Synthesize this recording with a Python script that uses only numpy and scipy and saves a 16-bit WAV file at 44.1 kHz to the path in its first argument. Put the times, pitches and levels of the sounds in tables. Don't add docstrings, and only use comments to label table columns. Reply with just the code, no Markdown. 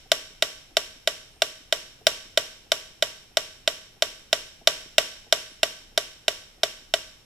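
import sys
import numpy as np
from scipy import signal
from scipy.fft import rfft, irfft, next_fast_len
from scipy.io import wavfile

SR = 44100
rng = np.random.default_rng(int(sys.argv[2]) if len(sys.argv) > 2 else 0)


def wav_out(sig):
    wavfile.write(sys.argv[1], SR, np.round(np.clip(np.atleast_2d(sig).T, -1, 1) * 32767).astype(np.int16))


N = 319725
FIRST_S, SWING_S, OFFBEAT_S = 0.1152, 0.65128, 0.3062
PALLET_BLOWS = [(-0.5, 1), (-0.88, -1.0)]


def amp(db):
    return 10 ** (np.asarray(db) / 20)


def sides(pan_db):
    return amp(np.array([pan_db, -pan_db]) / 2)


def at(points, s):
    return np.interp(s, *np.transpose(points))


def along(points, hz):
    point_hz, values = np.transpose(points)
    return np.interp(np.log(hz + 1), np.log(point_hz), values)


def bump(hz, centre_hz, width_hz):
    return np.exp(-((hz - centre_hz) / width_hz) ** 2)


def filtered(x, gain):
    n = x.shape[-1]
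    size = next_fast_len(n + 8192)
    return irfft(rfft(x, size) * gain(np.fft.rfftfreq(size, 1 / SR)), size)[..., :n]


def coloured(x, gain, size=4096):
    cepstrum = irfft(np.log(gain(np.fft.rfftfreq(size, 1 / SR))))
    fold = np.r_[1, np.full(size // 2 - 1, 2), np.zeros(size // 2)]
    impulse = irfft(np.exp(rfft(cepstrum * fold)))
    return signal.fftconvolve(x, np.atleast_2d(impulse), axes=1)[:, :x.shape[1]]


def stereo_noise(n, correlation):
    def mid_side_gains(hz):
        angle = np.arccos(np.clip(along(correlation, hz), -1, 1)) / 2
        return np.array([np.cos(angle), np.sin(angle)])
    mid, side = filtered(rng.standard_normal((2, n)), mid_side_gains)
    return np.array([mid + side, mid - side])


def varied(usual, fresh, share):
    return np.sqrt(1 - share) * usual + np.sqrt(share) * fresh


def add(track, s, sound):
    start = round(s * SR)
    part = sound[:, max(-start, 0):max(N - start, 0)]
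    track[:, max(start, 0):max(start, 0) + part.shape[1]] += part


def still_room(rms_db=-57):
    spectrum = [(15, -8.5), (30, 4), (46, -7), (110, -8.5), (200, -14), (400, -15), (1000, -23),
                (3000, -22.5), (6000, -31.5), (13800, -31.5), (14500, -72)]
    correlation = [(30, 1), (130, 0.78), (600, 0.27), (2000, 0.35), (8000, .1)]  # f/Hz, L-R correlation
    air = filtered(stereo_noise(N, correlation), lambda hz: amp(along(spectrum, hz)))
    return amp(rms_db) * air / air.std()


def whistles():
    glides = [(1.28, 0.16, 8680, 9020, -20.5, -70), (5.475, 0.1, 9800, 8300, 750, -65)]  # t/s, length/s, start/Hz, end/Hz, arch/Hz, level/dB
    out = np.zeros((2, N))
    for s, length_s, start_hz, end_hz, arch_hz, db in glides:
        progress = np.linspace(0, 1, round(length_s * SR))[None]
        arch = np.sin(np.pi * progress)
        hz = start_hz + (end_hz - start_hz) * progress + arch_hz * arch
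        add(out, s, amp(db) * arch * np.sin(2 * np.pi * np.cumsum(hz) / SR))
    return out


def lingering(t, scatter_db=1.0, rise_s=0.0021):
    tones = [(635, -45, 0.48), (963, -44, 0.29), (1135, -47.5, 0.48), (1545, -48.5, 0.45),
             (3114, -49.5, 0.76), (5540, -56, 0.6), (5460, -50, 0.49), (7550, -55, .5)]
    hz, db, t60_s = np.transpose(tones)
    gains = amp(db + scatter_db * rng.standard_normal(len(hz)))
    modes = np.sin(2 * np.pi * hz[:, None] * t) * amp(-60 * t / t60_s[:, None])
    return gains @ modes * (1 - np.exp(-t / rise_s))


def room_answer(walls, build_s=0.0044, early_db=3.5, early_t60_s=0.12, top_hz=14300):
    spectrum = [(150, -6), (420, 3.5), (630, 7.5), (830, -2), (1300, 0.5), (2200, 6), (3400, 7.5),
                (4600, 3.5), (6300, 1.5), (7800, 1), (9500, -6), (12300, -6.5), (14300, -21)]
    decay = [(200, 0.62), (700, 0.49), (3000, 0.67), (4600, 0.65), (5500, 0.76), (6400, 0.61), (8000, 0.62),
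             (13000, 0.45)]
    pan = [(400, 0), (700, 3), (4400, -2), (8000, -2), (14000, 10.5)]  # f/Hz, L-R/dB
    shimmer = [(1528, 99, 7.5), (3010, 240, 4.5), (3700, 120, 4), (5540, 340, 9), (7450, 160, 2)]
    hz, frame_s, spectra = signal.stft(walls, SR, nperseg=512)
    t60_s = along(decay, hz)[:, None]
    fade = amp(-60 * frame_s / t60_s) * np.sqrt(2 * np.log(1000) / (t60_s * SR))
    shimmer_db = sum(db * bump(hz, centre_hz, width_hz) for centre_hz, width_hz, db in shimmer)
    colour = amp(along(spectrum, hz) + shimmer_db) * sides(along(pan, hz)) * (hz < top_hz)
    tail = signal.istft(spectra * fade * colour[:, :, None], SR, nperseg=512)[1]
    t = np.arange(tail.shape[1]) / SR
    onset = 1 - np.exp(-(t / build_s) ** 2)
    early_boost = 1 + amp(early_db - 60 * t / early_t60_s)
    return tail * onset * early_boost + lingering(t)


def escapement(blows=22, even_ms_per_db=0.34):
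    spring_push = [(0.1, 0.5), (1.1, -1.5), (1.7, -1.24), (2.07, 2.2), (2.6, -1.0), (4.1, -1.5), (4.7, 3),
                   (5.0, 3.5), (5.95, -1.6), (6.95, -1.6)]
    wander = [(0.1, 2), (1.6, 1.48), (2.7, -2.5), (5.2, 0.0), (6.3, -1.8), (6.62, 4.5)]  # t/s, lateness/ms
    swing, pallet = np.divmod(np.arange(blows), 2)
    s = FIRST_S + swing * SWING_S + pallet * OFFBEAT_S
    drive_db = at(spring_push, s)
    late_ms = at(wander, s) + even_ms_per_db * drive_db * (2 * pallet - 1)
    return list(zip(s + late_ms / 1000, pallet, drive_db))


def soft_knocks(t60_s=0.055, rise_s=0.003, scatter_db=0.3):
    knocks = [(-.059, 740, 129, -59), (-.055, 337, 166, -58), (.186, 282, 160, -55.5)]
    out, t = np.zeros((2, N)), np.arange(SR // 10) / SR
    envelope = amp(-60 * t / t60_s) * (1 - np.exp(-t / rise_s))
    envelope /= envelope.max()
    for s, _, drive_db in escapement()[::2]:
        for offset_s, centre_hz, width_hz, db in knocks:
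            body = filtered(rng.standard_normal((1, len(t))), lambda hz: bump(hz, centre_hz, width_hz))
            gain = amp(db + drive_db + scatter_db * rng.standard_normal())
            add(out, s + offset_s, gain * envelope * body / body.std())
    return out


def case_ring(t, pallet, scatter_db=1.0, rise_s=0.00013):
    case_modes = [(422.6, 0.049, -24.5, -26, 1.5), (597.4, 0.027, -9.5, -8.5, 1.0),
                  (663.2, 0.034, -8.5, -9, 1.1), (977, 0.03, -28.5, -32.5, 2.5),
                  (1162, 0.065, -27, -29.5, 2.5), (1406, 0.032, -22.5, -22.5, 4),
                  (1566, 0.041, -18, -18.5, 3), (1933, 0.069, -26, -23.5, 2.5),
                  (2257, 0.0099, -10.5, -11.5, 1.5), (2405, 0.023, -20, -17.5, -3.5),
                  (2788, 0.011, -17, -11.5, -0.5), (3001, 0.025, -15.5, -11, -2.5),
                  (3119, 0.014, -6, -6, -2), (3528, 0.039, -14, -23, 1), (3517, 0.039, -14, -16, -1),
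                  (3760, 0.018, -9, -7.5, -1.9), (3970, 0.03, -19, -17, -0.5),
                  (4190, 0.022, -23, -23.5, -11.5), (4435, 0.046, -26.5, -27, -6.5),
                  (5063, 0.013, -12, -17, -2), (5467, 0.022, -15.5, -13.5, -7), (5597, 0.034, -16, -19, 1),
                  (5945, 0.014, -21, -25, -5.5), (6370, 0.0092, -24, -39, 3), (7120, 0.019, -24, -22.5, -1),
                  (7330, 0.01, -22.5, -23, -14), (8140, 0.022, -28.5, -22.5, 4)]
    hz, t60_s, first_db, second_db, pan_db = np.transpose(case_modes)
    gains = amp((first_db, second_db)[pallet] + scatter_db * rng.standard_normal(len(hz)))
    signs = (-1) ** np.arange(len(hz))
    modes = np.cos(2 * np.pi * hz[:, None] * t) * amp(-60 * t / t60_s[:, None])
    return (sides(pan_db) * gains * signs) @ modes * (1 - np.exp(-t / rise_s))


def crack(t, grain, rise_s=0.00067, t60_s=0.024):
    spectrum = [(60, -18), (200, 0.5), (400, 2), (1000, -4), (2000, -17), (4000, 7.5), (6000, 7), (9500, 1),
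                (13000, 0.5), (14200, -15), (15800, -28.5)]
    pan = [(500, -3), (4000, 4.5), (7500, -10), (9500, 2.5), (13000, 8.5)]  # f/Hz, L-R/dB
    envelope = (1 - np.exp(-t / rise_s)) * amp(-60 * t / t60_s)
    burst = grain * envelope / np.linalg.norm(envelope)
    return coloured(burst, lambda hz: amp(along(spectrum, hz)) * sides(along(pan, hz)))


def tooth_colour_db(hz, s, pallet, drive_db, bright_per_db=0.17, thud_per_db=-0.77):
    ping_band = (2760, 120)  # f/Hz, width/Hz
    thud_band = (423, 66)  # f/Hz, width/Hz
    first_ping = [(0.1, 4), (1.4, 12.5), (2.2, 2.5), (4.7, 3), (5.3, -6), (6.6, -4.5)]
    second_ping = [(1.1, 0), (2.4, -10.5), (3.0, -12.5), (3.7, 3.5), (5.0, 10), (6.9, 5.5)]
    thud_level = [(0.1, -0.5), (1.2, 1), (3.4, -3), (6.3, 3)]  # t/s, level/dB
    ping_db = at((first_ping, second_ping)[pallet], s)
    thud_db = at(thud_level, s) + thud_per_db * drive_db
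    bright_db = PALLET_BLOWS[pallet][1] + bright_per_db * drive_db
    treble_weight = along([(2000, 0.016), (6000, 0.78)], hz)
    return ping_db * bump(hz, *ping_band) + thud_db * bump(hz, *thud_band) + bright_db * treble_weight


def metronome():
    wall_correlation = [(200, 1), (640, 0.83), (1400, .42), (3000, -0.22), (7000, 0.0083)]  # f/Hz, L-R correlation
    out, t = np.zeros((2, N)), np.arange(SR // 10) / SR
    new_grain = lambda: stereo_noise(len(t), [(500, 0.91), (4000, 0.64), (11000, 0.93)])
    new_walls = lambda: stereo_noise(SR // 2, wall_correlation)
    grains, walls = [new_grain(), new_grain()], new_walls()
    for s, pallet, drive_db in escapement():
        blow_db = drive_db + PALLET_BLOWS[pallet][0]
        tick = case_ring(t, pallet) + crack(t, varied(grains[pallet], new_grain(), share=0.34))
        add(out, s, coloured(tick, lambda hz: amp(blow_db + tooth_colour_db(hz, s, pallet, drive_db))))
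        add(out, s, amp(blow_db) * room_answer(varied(walls, new_walls(), share=0.13)))
    add(out, FIRST_S + OFFBEAT_S - SWING_S, room_answer(walls))
    return out


def scene():
    return metronome() + soft_knocks() + whistles() + still_room()


def record(dry):
    top_hz = 16650
    rounded = dry / (1 + np.abs(dry) ** 6) ** (1 / 6)
    return filtered(rounded, lambda hz: hz < top_hz)


dry = scene()
out = record(dry)
wav_out(out)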